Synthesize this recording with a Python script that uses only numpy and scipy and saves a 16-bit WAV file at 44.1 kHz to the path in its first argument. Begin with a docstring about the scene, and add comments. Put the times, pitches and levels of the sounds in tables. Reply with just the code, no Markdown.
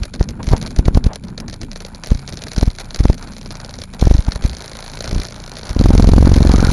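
"""Light aircraft taxiing, heard at the wing

The engine drones (sine waves), puffs and ticks (pulsing noise), while its propeller gearbox clatters
(clicks and short bursts of noise, coloured like metal). Tyres rumble on asphalt (wavering noise).
Swirls of air shed by the blades thump the camera's microphone now and then (sudden swings of pressure).
Near the end, as the aircraft turns, every blade hits and overloads it. Gusts, swishes and whistles
are noise or tones that swell and fade."""
import sys
import numpy as np
from scipy import signal
from scipy.fft import rfft, irfft
from scipy.io import wavfile
from scipy.ndimage import uniform_filter1d

SR = 44100
rng = np.random.default_rng(int(sys.argv[2]) if len(sys.argv) > 2 else 0)


def put_to_file(sound):
    """Save the sound as 16-bit audio at rate SR, in the file named by the first command-line argument."""
    columns = np.atleast_2d(sound).T  # one column per channel
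    safe = np.clip(columns, -1, 1)
    whole_steps = np.round(safe * 32767)
    wavfile.write(sys.argv[1], SR, whole_steps.astype(np.int16))


N = 296352
TIME = np.arange(N) / SR  # seconds

# Engine speed. Each row: time in seconds, shaft turns per second before a small wobble.
SHAFT_SPEED = [(0, 25.37), (1.2, 25.2), (1.7, 27.96), (2.4, 26.82), (3.45, 28.85), (3.8, 26.45),
               (4.7, 27.16), (5.1, 29.18), (5.55, 30.2), (5.8, 27.47), (6.72, 28.26)]
# Tones of the engine drone. Each row: multiple of the shaft speed, level in dB relative to each other.
DRONE_TONES = [(1, 5), (2, -10), (3, -3), (4, -4), (5, -0.5), (6, -5), (7, -3.5), (8, -14), (9, -18)]
# Exhaust loudness. Each row: time in seconds, relative level in dB.
EXHAUST_LEVEL = [(0.0, -47), (0.66, -43.5), (0.86, -44.5), (1.78, -48.5), (2.26, -42.5), (3.8, -44),
                 (4.15, -40.5), (5.24, -40.5), (5.55, -38.5), (6.01, -34.5), (6.4, -29), (6.6, -31.5)]
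# Colour of the exhaust noise. Each row of this and every other colour: frequency in Hz, relative level in dB.
EXHAUST_COLOUR = [(150, -12), (400, -9), (620, -2), (800, 1), (950, 2), (1150, -5.5), (1450, 0),
                  (1900, -13), (2400, -16.5), (3200, -27), (7000, -67)]
# Loudness of the machinery hiss. Each row: time in seconds, relative level in dB.
MACHINERY_LEVEL = [(0.0, -48.5), (0.24, -59), (0.6, -43.5), (0.88, -54), (1.53, -58.5), (2.21, -48),
                   (3.74, -50), (5.11, -46), (5.43, -51), (6.72, -39)]
# Colour of the machinery hiss. Each row: frequency in Hz, relative level in dB.
HISS_COLOUR = [(1180, -48), (2000, -7.5), (2360, 7.5), (2780, -10.5), (3380, -3.5), (4230, 1), (4950, -5),
               (6160, -9), (7430, 1), (8010, -16), (8690, -7), (10500, 0.5), (12000, -29.5), (15600, -64),
               (22000, -120)]

# Loudness of the rolling tyres. Each row: time in seconds, relative level in dB.
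ROLLING_LEVEL = [(0.0, -32.5), (0.19, -32), (0.43, -27.5), (1.01, -30.5), (1.17, -32.5), (1.93, -43),
                 (2.74, -38), (3.43, -40), (4.29, -40.5), (4.83, -46.5), (5.15, -38), (5.6, -43.5)]
# Colour of the tyre rumble. Each row: frequency in Hz, relative level in dB.
RUMBLE_COLOUR = [(20, -18), (45, 6), (90, 0.5), (150, -1), (230, 1.5), (330, -9.5), (500, -18.5),
                 (1000, -53), (3000, -58), (8000, -70)]

# Stray blade vortices. Each row: time in seconds, pressure strength (1 is full scale, before shaping),
# core length in ms, share of the opposite-spinning vortex ahead of it.
STRAY_VORTICES = [(.023, 0.45, 2.1, 0), (0.211, 0.85, 0.25, 0), (0.481, 0.44, 0.82, 0),
                  (0.535, 0.99, .2, .8), (.793, 1.17, 0.62, 0), (.883, 1.04, 0.23, .5),
                  (0.974, 1.14, 0.3, .8), (1.066, 1.14, .9, .3), (2.119, 1.2, 0.98, 0),
                  (2.155, 0.38, 2.3, 0), (2.582, 0.59, 0.55, 0), (2.630, .9, 0.29, 0),
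                  (2.679, 0.93, 0.94, 0), (3.006, 1.08, 0.89, 0), (3.055, 0.94, 0.22, .3),
                  (3.100, 1.4, 0.48, 0), (4.026, 0.97, 0.27, 0), (4.072, 1.32, 0.36, .5),
                  (4.112, 1.9, 0.75, 0), (4.15, 1.14, 1.3, 0), (4.192, 1.05, 1.9, 0),
                  (4.285, 0.78, 0.96, 0), (4.362, 0.32, 2, 0), (4.452, 1.12, 1.33, 0),
                  (5.13, 0.31, 0.43, 0), (5.163, 0.36, 0.53, .3), (5.197, 0.27, .6, 1), (5.71, .35, 1.6, 0)]
THUMP_WIDTH_MS, COUNTER_LEAD_S = 11.4, 0.0187
# Colour of the small eddies around a vortex. Each row: frequency in Hz, relative level in dB.
EDDY_COLOUR = [(30, 9.5), (100, -12.5), (220, 7), (400, -9.5), (800, -12.5), (1500, -21), (3000, -26.5),
               (6000, -26.5), (12000, -41)]
# Colour of the large eddies between the blades. Each row: frequency in Hz, relative level in dB.
SLIPSTREAM_COLOUR = [(20, -27.5), (45, 3), (70, 5.5), (110, -1), (170, -15), (300, -38), (800, -66)]

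# Lone hard slaps of the gearbox. Each row: time in seconds, relative strength in dB,
# typical wait in ms before the teeth swing back.
LONE_SLAPS = [(0.034, -11, 21), (.139, -12.5, 12), (.196, -22, 18.5), (.2277, -17.5, 12.5),
              (0.289, -15, 20), (.4305, -16, 13), (.4694, -14, 20), (.7067, -19, 6), (0.489, -12, 41),
              (1.2387, -23.5, 11.4), (1.284, -27.5, 17), (1.3785, -12.5, 22.6), (1.482, -16, 16.4),
              (1.529, -16, 10.4), (1.615, -14.5, 16.4), (1.7596, -18, 7.6), (1.948, -21, 10.2),
              (2.037, -12, 35.5), (2.2885, -16, 44), (2.5849, -11.5, 48), (2.7858, -13.5, 12),
              (2.802, -13.5, 7.4), (2.9072, -18.5, 7.2), (3.5123, -17, 12), (3.818, -14, 20),
              (3.937, -18, 7.8), (3.9954, -14, 18), (4.3208, -10.5, 38), (4.439, -12.5, 22),
              (5.569, -15, 16), (5.6563, -16.5, 13), (5.6934, -13, 10), (5.9974, -15, 6.6),
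              (6.0882, -17, 5.2), (6.3425, -7.5, 21), (6.5176, -8.5, 20), (6.7017, -11.5, 18)]
# Bouts of gearbox rattle, mostly one slap a blade or a shaft turn. Each row: first and last slap in seconds,
# number of slaps, first and last relative strength in dB, typical wait in ms before the teeth swing back.
RATTLE_BOUTS = [(0.517, 0.664, 4, -15, -12.5, 13), (0.762, 1.134, 5, -11.5, -15, 24.7),
                (1.715, 1.849, 4, -18.5, -16, 16), (2.061, 2.192, 4, -17.5, -20.5, 26),
                (2.278, 2.611, 8, -18, -10.5, 15.9), (2.656, 2.846, 5, -21.5, -24, 10.3),
                (2.946, 3.129, 5, -12, -16, 15), (3.18, 3.787, 14, -21, -16.5, 14.8),
                (4.0125, 4.351, 9, -12, -22.5, 25.1), (4.423, 4.972, 16, -16, -16.5, 17),
                (5.007, 5.252, 8, -11, -12.5, 16.9), (5.285, 5.748, 13, -19, -19, 20.4),
                (5.792, 6.257, 11, -11.5, -13, 19.1), (6.2964, 6.693, 10, -11.5, -8, 20.5)]
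SLAP_SCATTER_DB, SLAP_JITTER_S = 1.0, .0005  # typical change from slap to slap in a bout
SLAP_BRIGHT_DB = -26  # bright ring relative to the blow
BOUNCE_S, BOUNCE_DB = .008, -14.5  # the teeth bounce once on the same flank (before scatter)
BACK_DB, BACK_BRIGHT_DB = -5, -5.5  # then swing back on to the other flank, which rings brighter
TICKS_WITHIN_S, TICKS_DB = .036, -12.5  # loose fittings shaken by each slap
# Colour of the crack of a slap. Each row: frequency in Hz, relative level in dB.
CRACK_COLOUR = [(200, -16), (600, -9.5), (1100, -4.5), (2200, -11), (2900, -7), (3600, -2), (4200, 5),
                (5000, -0.5), (6100, 1), (7200, -6), (8500, -31), (12000, -32)]
# Colour of the bright metal ring. Each row: frequency in Hz, relative level in dB.
RING_COLOUR = [(4000, -10), (7500, -24), (9000, -7), (9600, -16), (10400, 2), (11500, -9.5), (13000, -13)]
# Colour of the gearbox casing. 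Each row: frequency in Hz, relative level in dB.
CASE_COLOUR = [(150, -19), (350, 5), (620, 8), (950, -5.5), (1500, -1), (2300, -1.5), (2900, -11),
               (4200, -3.5), (6200, -11.5), (8000, -9), (10500, -14), (13000, -59)]

# Soft gusts from the edge of the slipstream. Each row: loudest moment in seconds, level in dB,
# time in seconds to fall to about a third.
SOFT_GUSTS = [(0.3, -30, 0.03), (0.537, -11.5, 0.02), (2.33, -23, 0.022), (4.506, -28, 0.054),
              (5.133, -24.5, 0.092)]
# Colour of the gusts. Each row: frequency in Hz, relative level in dB.
GUST_COLOUR = [(20, -11), (55, 2.5), (110, -2.5), (200, -9), (400, -19.5), (800, -41), (2500, -61),
               (8000, -80)]
# Swishes of air past the wing. Each row: loudest moment in seconds, level in dB, centre in Hz,
# time in seconds to fall to about a third.
AIR_SWISHES = [(0.404, -29.5, 960, 0.01), (0.532, -30, 227, 0.024), (0.536, -25, 910, 0.021),
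               (1.113, -31.5, 900, 0.023), (1.432, -40, 889, 0.015)]

# Steady propeller wash. Each row: time in seconds, blades per second, strength of the tip vortex and of the
# broad vortex (1 is full scale, before shaping), lag of the broad one in blade periods.
PROPELLER_WASH = [(5.765, 20.89, 0.83, -1.5, 0.77), (5.813, 21.35, 1.18, -0.76, 0.72),
                  (6.05, 21.79, 1.47, -1.52, 0.68), (6.2, 21.94, 1.6, -1.15, 0.6),
                  (6.33, 22.2, 1.52, -1.3, 0.4), (6.37, 22.47, 0.89, 1.4, 0.37),
                  (6.54, 22.61, 1.16, 0.87, .42), (6.58, 22.9, -0.96, 1, 0.433),
                  (6.72, 22.18, -0.56, 1.16, 0.46)]
# The two blades bite unequally. Each row: change of tip strength in dB, typical core length in ms,
# vortex width in ms, share of the partner vortex.
BLADE_BITES = [(-0.5, 0.43, 8, 0.36), (2, 0.44, 3.7, 0.61)]
# Edge whistles in the slipstream. Each row: loudest moment in seconds, basic pitch in Hz before it bends,
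# peak level in dB.
EDGE_WHISTLES = [(6.5, 960, -19.5), (6.548, 1263, -22.5), (6.597, 1430, -21.5), (6.64, 1480, -20),
                 (6.687, 1430, -19)]
WHISTLE_FLUTTER = .04  # typical share by which the pitch flutters

TOP_HZ = 12200  # upper limit of the sound


def undb(db):
    """Turn decibels into a multiplier."""
    return 10 ** (np.asarray(db) / 20)


def unit(x):
    """Scale a signal to an rms level of 1."""
    return x / np.sqrt(np.mean(x ** 2))


def curves(table, at=TIME):
    """Join the rows of a table by straight lines in time; give back one curve per column."""
    s, *columns = np.transpose(table)
    return [np.interp(at, s, column) for column in columns]


def colour(x, points, size=4096):
    """Filter a signal to a drawn spectrum, with no sound ahead of its cause and unit filter energy."""
    hz, db = np.transpose(points)
    bins = np.maximum(np.fft.rfftfreq(size, 1 / SR), 1)
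    level_db = np.interp(np.log(bins), np.log(hz), db)
    # folding the cepstrum packs the filter's energy at its start
    cepstrum = irfft(np.log(undb(level_db)))
    cepstrum[1:size // 2] *= 2
    cepstrum[size // 2 + 1:] = 0
    response = irfft(np.exp(rfft(cepstrum)))
    response = response / np.linalg.norm(response)
    return signal.fftconvolve(x, response)[:N]


def noise(points):
    """Make coloured noise of rms 1."""
    return unit(colour(rng.standard_normal(N), points))


def walk(rate):
    """Wander smoothly at random with spread 1, taking this many new values per second."""
    hold = int(SR / rate)
    steps = np.repeat(rng.standard_normal(N // hold + 1), hold)
    return unit(uniform_filter1d(steps, hold)[:N])


def engine(turns, exhaust_db, hiss_db):
    """Two firings a turn give a low drone and puffs of exhaust; the valve train ticks four times a turn."""
    drone = np.zeros(N)
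    for multiple, db in DRONE_TONES:
        level = undb(db + 3.2 * walk(6.7))
        drone += level * np.sin(2 * np.pi * (multiple * turns + rng.random()))

    # each pulse jumps up, then dies away until the next
    firing = 0.12 + np.exp(-(2 * turns % 1) / 0.46)
    puff = unit(firing * undb(4.2 * walk(40)))
    exhaust = puff * noise(EXHAUST_COLOUR) * undb(exhaust_db - 2.5)

    valves = .5 + np.exp(-(4 * turns % 1) / .15)
    ticking = unit(valves * undb(4 * walk(300)))
    machinery = ticking * noise(HISS_COLOUR) * undb(hiss_db - 2)
    return undb(-35) * unit(drone) + exhaust + machinery


def tyres(rumble_db):
    """Rough asphalt shakes the wheels and airframe into an uneven rumble."""
    return noise(RUMBLE_COLOUR) * undb(rumble_db + 1.64 + 3.6 * walk(23))


def vortex(s, pressure, core_ms, width_ms, wake=0):
    """A passing swirl of air flips the pressure abruptly in its core and recoils gently further out."""
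    near = slice(max(int((s - .1) * SR), 0), min(int((s + .1) * SR), N))
    ms = (TIME[near] - s) * 1000
    swing = ms / np.hypot(ms, core_ms)
    # a wake makes the trailing side stronger and longer than the leading side
    side = 1 + np.clip(wake, 0, .8) * swing
    reach = np.abs(ms) / (width_ms * side)
    recoil = (1 - reach ** 2) * np.exp(-reach ** 2 / 2 - reach)
    out = np.zeros(N)
    out[near] = pressure * side * swing * recoil
    return out


def thumps():
    """A stray tip vortex hits the microphone, at times led by another of opposite spin."""
    out = np.zeros(N)
    for s, pressure, core_ms, counter in STRAY_VORTICES:
        out += vortex(s, pressure, core_ms, THUMP_WIDTH_MS)
        out += vortex(s - COUNTER_LEAD_S, -counter * pressure, core_ms=1.2, width_ms=11.8)
    return out


def buffeting():
    """Vortices press on the microphone, each wrapped in small eddies that grow with its pressure."""
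    single = thumps()
    steady = wash()
    stir = undb(-16.5) * np.abs(single) + undb(-15.0) * np.abs(steady)
    eddies = uniform_filter1d(stir, size=220) * noise(EDDY_COLOUR)
    # large slow eddies fill the slipstream between the blades
    fill = uniform_filter1d(np.abs(steady), size=4000)
    churn = undb(-11) * fill * noise(SLIPSTREAM_COLOUR)
    return single + steady + eddies + churn


def slaps():
    """Gear teeth slap in bouts or alone: columns of time in s, dB, swing back after ms."""
    rows = list(LONE_SLAPS)
    for first, last, count, first_db, last_db, back_ms in RATTLE_BOUTS:
        count = round(count)
        even = np.linspace((first, first_db), (last, last_db), count)
        scatter = rng.standard_normal((count, 2))
        for (s, db), (shift, hard) in zip(even, scatter):
            rows.append((s + SLAP_JITTER_S * shift, db + SLAP_SCATTER_DB * hard, back_ms))
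    return np.transpose(rows)


def knocks():
    """Each slap bounces, swings back and shakes loose fittings: columns of time in s, dB, bright ring dB."""
    s, db, back_ms = slaps()
    bounce_gap, bounce_size, back_gap, back_size = rng.standard_normal((4, len(s)))
    dull = np.full(len(s), SLAP_BRIGHT_DB)
    bright = np.full(len(s), BACK_BRIGHT_DB)

    bounce_s = s + BOUNCE_S * undb(2.2 * bounce_gap)
    bounces = bounce_s, db + BOUNCE_DB + 3 * bounce_size, dull
    back_s = s + back_ms / 1000 + .0009 * back_gap
    backs = back_s, db + BACK_DB + 1.95 * back_size, bright
    tick_s = s + TICKS_WITHIN_S * rng.random(len(s))
    ticks = tick_s, db + TICKS_DB, bright
    return np.hstack([(s, db, dull), bounces, backs, ticks])


def strikes(times, sizes):
    """Place a single-sample click for each blow."""
    samples = np.clip(np.round(times * SR).astype(int), 0, N - 1)
    return np.bincount(samples, sizes, N)


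def ring(blows, decay_s):
    """Many close metal tones sound like a burst of noise that dies away after each blow."""
    keep = np.exp(-2 / (decay_s * SR))
    power = signal.lfilter([1 - keep], [1, -keep], blows ** 2)
    return np.sqrt(power) * rng.standard_normal(N)


def clatter():
    """Gear teeth slap across their slack: a sharp crack, a bright ring, and the casing sounding on."""
    s, db, bright_db = knocks()
    early_s = s - .001 - 0.0035 * rng.random(len(s))  # a faint click just before each slap
    blows = strikes(early_s, undb(db - 14)) + strikes(s, undb(db))
    crack = colour(undb(4.5) * blows + undb(5.5) * ring(blows, decay_s=0.00061), CRACK_COLOUR)
    bright_blows = strikes(s, undb(db + bright_db))
    bright = colour(ring(bright_blows, decay_s=0.0005), RING_COLOUR)
    casing = colour(ring(blows, decay_s=0.0048), CASE_COLOUR)
    return crack + undb(7.5) * bright + undb(7.5) * casing


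def gusts():
    """Broken-up air swells and fades on the microphone."""
    swell = np.zeros(N)
    for s, db, length in SOFT_GUSTS:
        swell += undb(db) * np.exp(-((TIME - s) / length) ** 2)
    return noise(GUST_COLOUR) * swell


def swishes():
    """Brief rushes of air around the wing: noise strongest near one frequency."""
    out = np.zeros(N)
    for s, db, hz, length in AIR_SWISHES:
        band = [(hz / 8, -35), (hz / 2, -6), (hz, 0), (hz * 1.25, -9), (hz * 4, -34), (hz * 8, -65)]
        out += noise(band) * undb(db) * np.exp(-((TIME - s) / length) ** 2)
    return out


def blade_times(blades):
    """Find the moments at which the blade count passes a whole number."""
    return np.interp(np.arange(0, blades[-1]), blades, TIME)


def wash():
    """Each blade throws a tight pair of tip vortices, and a broad one with a slower flip, at times the stronger."""
    blades = np.cumsum(curves(PROPELLER_WASH)[0]) / SR
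    blades = blades - np.interp(PROPELLER_WASH[0][0], TIME, blades)  # count from the first row
    out = np.zeros(N)
    for k, s in enumerate(blade_times(blades)):
        hz, tip, _, lag = curves(PROPELLER_WASH, s)
        size, core, spacing, drift, breadth = rng.standard_normal(5)
        bite_db, core_ms, width_ms, partner = BLADE_BITES[k % 2]

        tip = tip * undb(bite_db + 0.56 * size)
        out += vortex(s, tip, core_ms * undb(1.5 * core), width_ms, wake=0.14)
        partner_s = s + 0.00385 * undb(1.7 * spacing)
        out += vortex(partner_s, partner * tip, core_ms=0.6, width_ms=6.2, wake=0.16)

        later = s + lag / hz + 0.00056 * drift - .001
        broad = curves(PROPELLER_WASH, later)[2]
        out += vortex(later, broad, core_ms=0.98, width_ms=9 * undb(1.0 * breadth), wake=0.16)
    return out


def whistles():
    """Gusts from the blades whistle briefly over an edge, rising and falling with the unsteady air speed."""
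    out = np.zeros(N)
    flutter = 1 + WHISTLE_FLUTTER * walk(1100)
    for s, hz, db in EDGE_WHISTLES:
        gust = np.exp(-((TIME - s) / .005) ** 2)
        pitch = hz * flutter * (.8 + .23 * gust)
        out += undb(db) * gust * np.sin(2 * np.pi * np.cumsum(pitch) / SR)
    return out


def scene():
    """Add up engine, wheels and moving air at the wing."""
    speed = curves(SHAFT_SPEED)[0] * (1 + .012 * walk(10))
    turns = np.cumsum(speed) / SR
    motor = engine(turns, curves(EXHAUST_LEVEL)[0], curves(MACHINERY_LEVEL)[0]) + clatter()
    rolling = tyres(curves(ROLLING_LEVEL)[0])
    air = buffeting() + gusts() + swishes() + whistles()
    return (motor + rolling + air)[None]


def record(dry):
    """Bass overloads the microphone; the camera blocks steady pressure, dips in the treble and cuts the top."""
    sound = signal.sosfilt(signal.butter(1, 4, "high", fs=SR, output="sos"), dry)
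    bass = signal.sosfiltfilt(signal.butter(2, 2200, fs=SR, output="sos"), sound)
    # the bass is flattened first, treble added back; then the loudest peaks of all are flattened
    clipped = np.clip(bass, -.88, .88) + sound - bass
    hollow = signal.lfilter(*signal.iirnotch(7950, 5, fs=SR), clipped)
    limited = np.clip(hollow, -.91, .91)
    return signal.sosfilt(signal.ellip(8, .2, 60, TOP_HZ, fs=SR, output="sos"), limited)


dry = scene()
out = record(dry)
put_to_file(out)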